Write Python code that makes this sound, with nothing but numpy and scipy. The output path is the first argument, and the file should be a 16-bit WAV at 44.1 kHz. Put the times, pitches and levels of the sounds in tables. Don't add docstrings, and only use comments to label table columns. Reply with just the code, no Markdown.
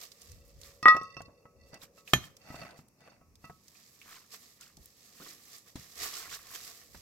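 import sys
import numpy as np
from scipy import signal
from scipy.fft import rfft, irfft, next_fast_len
from scipy.io import wavfile
from scipy.ndimage import map_coordinates

SR = 44100
rng = np.random.default_rng(int(sys.argv[2]) if len(sys.argv) > 2 else 0)


def unload_audio(sound):
    columns = np.transpose(np.atleast_2d(sound))
    steps = np.round(np.clip(columns, -1, 1) * 32767)
    wavfile.write(sys.argv[1], SR, steps.astype(np.int16))


N = 309141
TIME = np.arange(N) / SR
RING = np.arange(SR) / SR


def amp(db):
    return 10 ** (np.asarray(db) / 20)


def unit(x):
    return x / np.sqrt(np.mean(x ** 2) + 1e-20)


def along(points, hz):
    point_hz, values = np.transpose(points)
    return np.interp(np.log(hz + 1), np.log(point_hz + 1), values)


def tone(points):
    return lambda hz: amp(along(points, hz))


def swell(rows):
    return amp(np.interp(TIME, *np.transpose(rows)))


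def wobble(rate):
    knots = rng.standard_normal(int(N * rate / SR) + 4)
    return map_coordinates(knots, [TIME * rate])


def filtered(x, response):
    n = x.shape[-1]
    size = next_fast_len(n + 8192)
    hz = np.fft.rfftfreq(size, 1 / SR)
    return irfft(rfft(x, size) * response(hz), size)[..., :n]


def soft(hz, bright_hz):
    return 1 / np.sqrt(1 + (hz / bright_hz) ** 6)


def resonance(hz, centre_hz, q):
    return 1 / np.sqrt(1 + q ** 2 * (hz / centre_hz - centre_hz / (hz + 1)) ** 2)


def panned(db):
    return amp(np.array([[db], [-db]]) / 2)


# frequency in Hz, left-right correlation.
MIC_LIKENESS = [(30, .4), (120, .93), (300, .88), (700, 0.66), (1400, 0.27), (3000, 0.081), (15000, 0.049)]


def spread(pair, colour):
    def mid_side(hz):
        turn = np.arccos(np.clip(along(MIC_LIKENESS, hz), -1, 1)) / 2
        return colour(hz) * np.array([np.cos(turn), np.sin(turn)])

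    mid, side = filtered(pair, mid_side)
    return unit(np.array([mid + side, mid - side]))


def noise(size, colour):
    return spread(rng.standard_normal((2, size)), colour)


def dying(t60, attack):
    return amp(-60 * RING / t60) * (1 - np.exp(-RING / attack))


def mode(hz, t60, pan_db, shift_hz=0, damping=1, lead=.00008):
    step = np.ones(SR) / SR
    cycles = np.cumsum(step * (hz + shift_hz)) + hz * np.array([[lead], [0]])
    decay = amp(-60 * np.cumsum(step * damping) / t60)
    attack = 1 - np.exp(-RING / 0.00025)
    return panned(pan_db) * np.sin(2 * np.pi * cycles) * decay * attack


def add(track, s, sound):
    room = track[:, round(s * SR):][:, :SR]
    room += sound[:, :room.shape[1]]


def grains(rate, spread_db, life):
    happens = rng.random(N) < rate / SR
    sizes = happens * amp(spread_db * np.minimum(rng.exponential(size=N), 4))
    power = signal.lfilter([1], [1, -np.exp(-1 / (life * SR))], sizes ** 2)
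    return unit(np.sqrt(power) * rng.standard_normal((2, N)))


def chinks(rate, centre_hz, scatter, cycles):
    when, size, pitch, phase = np.transpose(rng.random((int(rate * N / SR), 4)))
    t = RING[:SR // 40]
    turns = centre_hz * np.exp(scatter * (2 * pitch[:, None] - 1)) * t
    rings = amp(-22 * size[:, None]) * np.exp(-turns / cycles)
    where = (when[:, None] * N).astype(int) + np.arange(len(t))
    ears = [rings * np.sin(2 * np.pi * turns + side * phase[:, None]) for side in (1, -1)]
    return unit(np.array([np.bincount(where.ravel(), ear.ravel(), N)[:N] for ear in ears]))


STROKE_DROP_DB, STROKE_ROUNDNESS = 19.5, 1.274


def strokes(rows):
    power = np.zeros(N)
    for s, db, rise, fall in rows:
        away = np.maximum((s - TIME) / rise, (TIME - s) / fall)
        near = away < 4
        level_db = db - STROKE_DROP_DB * np.abs(away[near]) ** STROKE_ROUNDNESS
        power[near] += amp(level_db) ** 2
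    return np.sqrt(power)


# frequency in Hz, relative level in dB.
AIR_TONE = [(15, -39.5), (25, -23.5), (86, 3), (204, 5), (826, -11), (1240, -9.5), (1490, -20),
            (2630, -12.5), (3090, -31), (5580, -12.5), (9550, -23), (12800, -19), (15500, -24)]
# peak in seconds, relative level in dB, rise and fall in seconds.
LOW_RUMBLES = [(.32, -51.5, 0.076, .28), (.57, -53, .15, 0.22), (1.23, -56.5, 0.17, 0.11),
               (1.61, -56, 0.072, 0.19), (2.57, -61.5, .2, 0.2), (3.3, -64.5, .15, 0.31),
               (4.8, -57.5, 0.057, 0.084), (6.02, -55.5, 0.058, 0.078), (6.31, -66, 0.23, .45),
               (6.96, -55.5, 0.089, .15)]
CALM_DB = -78


def hillside():
    air = amp(-69.5 + 0.69 * wobble(0.93)) * noise(N, tone(AIR_TONE))
    low_noise = noise(N, lambda hz: resonance(hz, 65, q=1.0) ** 2)
    rumble = amp(-3.0) * (amp(CALM_DB) + strokes(LOW_RUMBLES)) * low_noise
    return air + rumble


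# time in seconds, relative level in dB.
ENGINE_SWELL = [(0, -75.5), (1.0, -66.5), (1.8, -70), (2.4, -73.5), (3, -91.5), (7, -76.5)]
FIRING_HZ = 69.4


def far_engine():
    turns = np.cumsum(FIRING_HZ + 0.13 * wobble(7.6)) / SR
    lines = np.zeros(N)
    for order, db in ((7, -2.5), (8, 0)):
        lines += amp(db + 2 * wobble(5)) * np.sin(2 * np.pi * order * turns)
    haze = amp(-0.5) * noise(N, lambda hz: resonance(hz, 480, q=2.4) ** 2)
    return swell(ENGINE_SWELL) * (lines + haze)


# frequency in Hz, t60 in seconds.
ROCK_DECAY = [(100, .45), (1000, 0.36), (4000, .35), (14000, 0.16)]


def rocks(x):
    hz, t, bands = signal.stft(rng.standard_normal((2, SR // 2)), SR, nperseg=256)
    fading = amp(-60 * t / along(ROCK_DECAY, hz)[:, None])
    tail = signal.istft(bands * fading, SR, nperseg=256)[1]
    return signal.fftconvolve(x, tail / np.linalg.norm(tail[0]), axes=1)[:, :N]


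# frequency in Hz, relative level in dB.
GRIT_TONE = [(88, -36.5), (150, -16), (462, 0.5), (550, -15), (695, -0.5), (894, -17), (1150, -2),
             (1510, -13), (1800, -2.5), (2980, -6), (5030, -2), (8010, -4.5), (9360, -14), (12300, -5.5),
             (15500, -13)]
# peak in seconds, relative level in dB, rise and fall in seconds.
SCUFFS = [(.035, -49, .11, .08), (.26, -59.5, 0.31, .27), (.5, -67, .15, 0.17), (.65, -55.5, 0.081, .2),
          (1.69, -68, 0.069, .08), (1.833, -55, .045, .04), (1.985, -59.5, 0.0502, .06),
          (2.085, -52.5, .03, .15), (2.24, -55.5, .08, 0.091), (2.56, -59.5, .2, .15),
          (2.78, -60.5, .025, 0.055), (3.45, -67.5, 0.1, 0.35), (3.8, -60.5, 0.32, .45),
          (4.13, -55, .22, 0.19), (4.34, -47.5, 0.048, .06), (4.42, -58, 0.11, .34),
          (4.62, -58, 0.0256, 0.159), (4.85, -63, 0.16, 0.17), (5.06, -60.5, 0.3, .2),
          (5.28, -51.5, .25, 0.19), (5.54, -53, 0.23, 0.136), (5.68, -57, 0.042, 0.088),
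          (5.8, -52.5, 0.056, 0.29), (6.04, -37, 0.091, .11), (6.2, -44.5, .2, .13),
          (6.35, -45.5, .13, .05), (6.555, -44, 0.057, .04), (6.65, -49.5, 0.5, 0.31),
          (6.96, -58, .1, 0.306)]
LIGHT_HZ, WEIGHT_SHARE, FULL_WEIGHT_DB = 3070, 0.14, -45


def scuffing():
    sizes = np.zeros((2, N))
    for centre_hz in (1300, 4800, 12500):
        fractures = grains(rate=2200, spread_db=4.0, life=0.0011) * amp(1.8 * wobble(35))
        sizes += filtered(fractures, lambda hz: resonance(hz, centre_hz, q=1.1))
    hiss = amp(-5.5) * rng.standard_normal((2, N))
    crackle = spread(unit(sizes) + hiss, tone(GRIT_TONE))
    low = filtered(crackle, lambda hz: soft(hz, LIGHT_HZ))
    force = strokes(SCUFFS)
    weight = (force / amp(FULL_WEIGHT_DB)) ** WEIGHT_SHARE
    return amp(1.5) * force * (crackle - low + weight * low) * panned(-4)


# peak in seconds, relative level in dB, rise and fall in seconds.
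DRAGS = [(.66, -59, .07, 0.11), (1.833, -53, 0.037, 0.056), (2.24, -52.5, .06, .09),
         (4.13, -49, 0.11, 0.14), (4.63, -51.5, .04, .1), (5.22, -49, .07, .15), (6.07, -43, 0.068, 0.5),
         (6.33, -42.5, 0.077, 0.059), (6.55, -46, 0.091, 0.075), (6.69, -56.5, .12, .12)]


def dragging():
    pebbles = chinks(rate=1000, centre_hz=2291, scatter=.8, cycles=5)
    return amp(-6.5) * strokes(DRAGS) * pebbles * panned(-1.2)


# start in seconds, level in dB, centre in Hz.
TICKS = [(.0135, -41.5, 4500), (.0343, -41, 4580), (.1176, -43.5, 4700), (.2169, -42.5, 6340),
         (.3169, -44, 6390), (.614, -42.5, 6540), (.633, -47, 4080), (.8275, -39, 4804),
         (.8822, -31.5, 3998), (0.9661, -44, 5530), (1.032, -51.5, 6500), (1.218, -46.5, 5950),
         (1.7419, -43.5, 5050), (1.8168, -48, 4100), (2.0757, -44.5, 2598), (2.1076, -48, 5310),
         (2.367, -46.5, 5600), (2.5551, -45.5, 4500), (2.7077, -52, 4300), (2.884, -53.5, 9000),
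         (3.3544, -53, 5090), (3.681, -46.5, 5430), (3.752, -57.5, 2500), (4.0143, -48.5, 2400),
         (4.6094, -41, 6240), (4.7691, -46.5, 5380), (4.8574, -38, 11700), (5.292, -42.5, 11100),
         (5.5623, -44.5, 12150), (5.582, -44.5, 9000), (6.138, -34, 4700), (6.335, -42, 4200),
         (6.347, -38.5, 7000), (6.552, -41.5, 3200), (6.6707, -40, 12900)]
TICK_CYCLES = 150


def ticks():
    out = np.zeros((2, N))
    for s, db, centre_hz in TICKS:
        t60 = TICK_CYCLES / centre_hz
        tick = noise(SR, lambda hz: resonance(hz, centre_hz, q=95 * t60))
        add(out, s, amp(db) * tick * dying(t60, attack=0.00057))
    return out * panned(-4.5)


# frequency in Hz, relative level in dB, t60 in seconds, left-right difference in dB.
STONE_MODES = [(1235, -0.5, 0.027, 1), (1766, -4, 0.056, -9.5), (2120, -12.5, 0.041, -19.5),
               (2455, -6.5, 0.055, -2.5), (3125, -7, 0.027, 8.5), (3176, 0, 0.063, -2),
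               (4056, -20.5, 0.173, -2.5), (6190, -22.5, 0.18, -16.5), (6910, -19, 0.084, -19.5),
               (7350, -32.5, .1, -12), (11390, -23, 0.12, -10), (12330, -17, .035, -13.5),
               (13336, -22.5, 0.086, -12)]
# start in seconds, level in dB.
STONE_DROPS = [(2.1348, -14.5), (2.2394, -46)]


def small_stone():
    out = np.zeros((2, N))
    ring = sum(amp(db) * mode(hz, t60, pan_db) for hz, db, t60, pan_db in STONE_MODES)
    for s, db in STONE_DROPS:
        chips = chinks(rate=1600, centre_hz=3067, scatter=.85, cycles=9)[:, :SR]
        chips = chips * dying(t60=0.16, attack=0.0042)
        add(out, s, amp(db) * (ring + amp(-23) * chips))
    return out


# start in seconds, clack level in dB,
# brightness in Hz, t60 in seconds, ground thud in relative dB.
KNOCKS = [(1.281, -57.5, 990, 0.2, -53.5), (1.731, -49.5, 1450, .1, -50), (1.8314, -51, 3020, 0.054, -56.5),
          (2.134, -10, 3800, 0.025, -22.5), (2.15, -38, 4000, 0.11, -42.5), (2.79, -52, 2000, .0465, -50),
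          (3.005, -57, 3985, .048, -69), (4.058, -50, 2496, .025, -74.5), (4.775, -61.5, 600, .14, -54.5),
          (5.2, -55, 350, 0.57, -72), (5.7558, -43, 5160, .1, -37.5), (6.946, -44.5, 2524, 0.047, -54.5)]
# frequency in Hz, relative level in dB.
CLACK_TONE = [(60, -24.5), (200, -5.5), (600, 2), (1200, -1.5), (3000, -4), (8000, 1), (15000, -3.5)]
# frequency in Hz, relative level in dB.
FILL_TONE = [(20, -30), (60, -3), (130, 1), (220, -5), (400, -24.5), (1200, -61), (4000, -100)]
# frequency in Hz, relative level in dB, t60 in seconds.
GROUND_MODES = [(69, -21.5, 0.18), (96, -17.5, 0.14), (148, 1.5, 0.049), (205.3, -8.5, .07),
                (250, -1, .035)]
SLAB_CLACK_HZ, SLAB_CLACK_T60_S = 1250, .043


def knocks():
    out = np.zeros((2, N))
    ground = sum(amp(db) * mode(hz, t60, pan_db=2.5) for hz, db, t60 in GROUND_MODES)
    ground = ground * (1 - np.exp(-RING / 0.0019))
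    slab_knocks = [(s, db, SLAB_CLACK_HZ, SLAB_CLACK_T60_S, thud_db)
                   for s, _, _, _, db, thud_db in SLAB_BLOWS]
    for s, db, bright_hz, t60, thud_db in slab_knocks + KNOCKS:
        spray = (bright_hz / 11000) ** 2
        colour = lambda hz: tone(CLACK_TONE)(hz) * (soft(hz, bright_hz) + spray)
        clack = noise(SR, colour) * dying(t60, attack=0.00082) * panned(-1.3)
        fill = amp(-8.5) * noise(SR, tone(FILL_TONE)) * dying(t60=0.25, attack=.002)
        add(out, s, amp(db) * clack + amp(thud_db) * (amp(6.5) * ground + fill))
    return out


# frequency in Hz, relative level in dB.
GRIND_TONE = [(35, -38.5), (60, -22.5), (138, 1), (526, -12.5), (633, 1), (916, -8.5), (1030, -19.5),
              (1270, -9.5), (2310, -10.5), (2650, -11.5), (3120, -20.5), (12800, -32), (15000, -34.5)]
# hardest push in seconds, grinding and ringing in relative dB,
# rise and fall in seconds.
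SHOVES = [(.33, -78, -69, 0.18, 0.25), (1.09, -72, -55.5, 0.22, 0.29), (1.66, -82, -68.5, 0.14, 0.12),
          (1.745, -52, -56.5, 0.035, .06), (2.5, -53, -57, 0.11, .08), (2.619, -44.5, -56.5, .14, 0.17),
          (3.015, -64, -66.5, .015, 0.074), (3.08, -56, -62, 0.086, .12),
          (3.447, -56.5, -58.5, 0.018, 0.047)]


def grinding():
    slips = spread(grains(rate=600, spread_db=2.5, life=0.0012), tone(GRIND_TONE))
    pebbles = chinks(rate=260, centre_hz=876, scatter=.6, cycles=9)
    push = strokes([(s, db, rise, fall) for s, db, _, rise, fall in SHOVES])
    return push * (amp(-3) * slips + amp(-7.5) * pebbles) * panned(-0.38)


LANDING_S, SEATING_S = .855, .15
LOOSE_HZ, SEATED_HZ = -14.5, 42.8
LOOSE_DAMPING, SEATED_DAMPING = 0.97, 1.7


def seating(s):
    loose = np.exp(-np.maximum(s - LANDING_S, 0) / SEATING_S)
    shift_hz = SEATED_HZ + loose * (LOOSE_HZ - SEATED_HZ)
    damping = SEATED_DAMPING + loose * (LOOSE_DAMPING - SEATED_DAMPING)
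    return shift_hz, damping


# frequency in Hz, relative level in dB.
FRICTION_TONE = [(1100, -7), (1950, -0.5), (2700, -0.5), (3500, -13.5), (4500, -5.5), (5400, -14),
                 (6500, -14.5), (8000, -23.5)]


def rubbing():
    def body(hz):
        modes = sum(resonance(hz, row[0] + SEATED_HZ, q=55) ** 2 for row in SLAB_MODES)
        return tone(FRICTION_TONE)(hz) * modes

    push = strokes([(s, db, rise, fall) for s, _, db, rise, fall in SHOVES])
    return push * spread(grains(rate=200, spread_db=3.5, life=.001), body) * panned(-4)


# frequency in Hz, relative dB
# struck on its face, relative dB struck on its edge, t60 in seconds, left-right difference in dB.
SLAB_MODES = [(1073, -21, -5.5, 0.6, 2.2), (1248, 1.5, -4, 0.36, -3.5), (1928, -2.5, -12, 0.22, 5.5),
              (2632, -28, 3, 0.22, -6.5), (3569, -20, -22.5, 0.16, -9), (4303, -30.5, -14.5, 0.27, -7.5),
              (4620, -45, -14, 0.25, -0.5), (5044, -17, -10, 0.098, -10), (5570, -34, -6.5, 0.21, -18),
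              (6200, -39.5, -20.5, 0.23, -5), (8195, -35, -26, 0.18, -1)]
# start in seconds, ring in dB, place from 0 face to 1 edge,
# brightness of the ring's contact in Hz, clack in dB, ground thud in relative dB.
SLAB_BLOWS = [(0.8278, -31, 0.47, 6900, -43, -44), (0.8564, -7, 0.069, 2220, -20.5, -41),
              (0.869, -19.5, .2, 2000, -32.5, -49.5), (0.882, -11.5, .12, 5870, -25, -58),
              (.921, -56, .5, 2010, -33, -51), (.9465, -45.5, .07, 3000, -28.5, -43),
              (0.965, -45, 0.92, 6600, -28, -49), (1.013, -47.5, 0.7, 7100, -42, -48),
              (1.167, -43.5, 0.92, 5550, -41, -48.5), (1.204, -56.5, 0.96, 3000, -37, -49),
              (1.454, -54.5, 0.65, 2270, -49.5, -55.5), (1.9772, -55.5, .69, 7125, -56.5, -70),
              (2.503, -48.5, 0.35, 6070, -47.5, -43), (2.543, -53, 0.88, 3000, -40.5, -47),
              (2.616, -50, 1, 3000, -53, -53), (3.213, -61.5, 1, 1200, -57, -59.5),
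              (3.442, -47, 0.64, 2500, -50.5, -51.5), (3.497, -53, 0.97, 1210, -39.5, -48.5)]


def slab():
    out = np.zeros((2, N))
    for hz, face_db, edge_db, t60, pan_db in SLAB_MODES:
        ring = np.zeros((2, N))
        for s, db, place, bright_hz, _, _ in SLAB_BLOWS:
            edge = np.clip(place, 0, 1)
            ragged_db = edge_db + 2 * rng.normal()
            level_db = db + (1 - edge) * face_db + edge * ragged_db
            shift_hz, damping = seating(s + RING)
            struck = mode(hz, t60, pan_db, shift_hz, damping)
            add(ring, s, amp(level_db) * soft(hz, bright_hz) * struck)
        out += ring * amp(1.5 * wobble(70))
    return out


def scene():
    stones = slab() + rubbing() + grinding() + small_stone() + knocks()
    near = stones + ticks() + scuffing() + dragging()
    return near + amp(-21.5) * rocks(near) + hillside() + far_engine()


TOP_HZ = 15850


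def record(dry):
    return filtered(dry, lambda hz: hz < TOP_HZ)


dry = scene()
out = record(dry)
unload_audio(out)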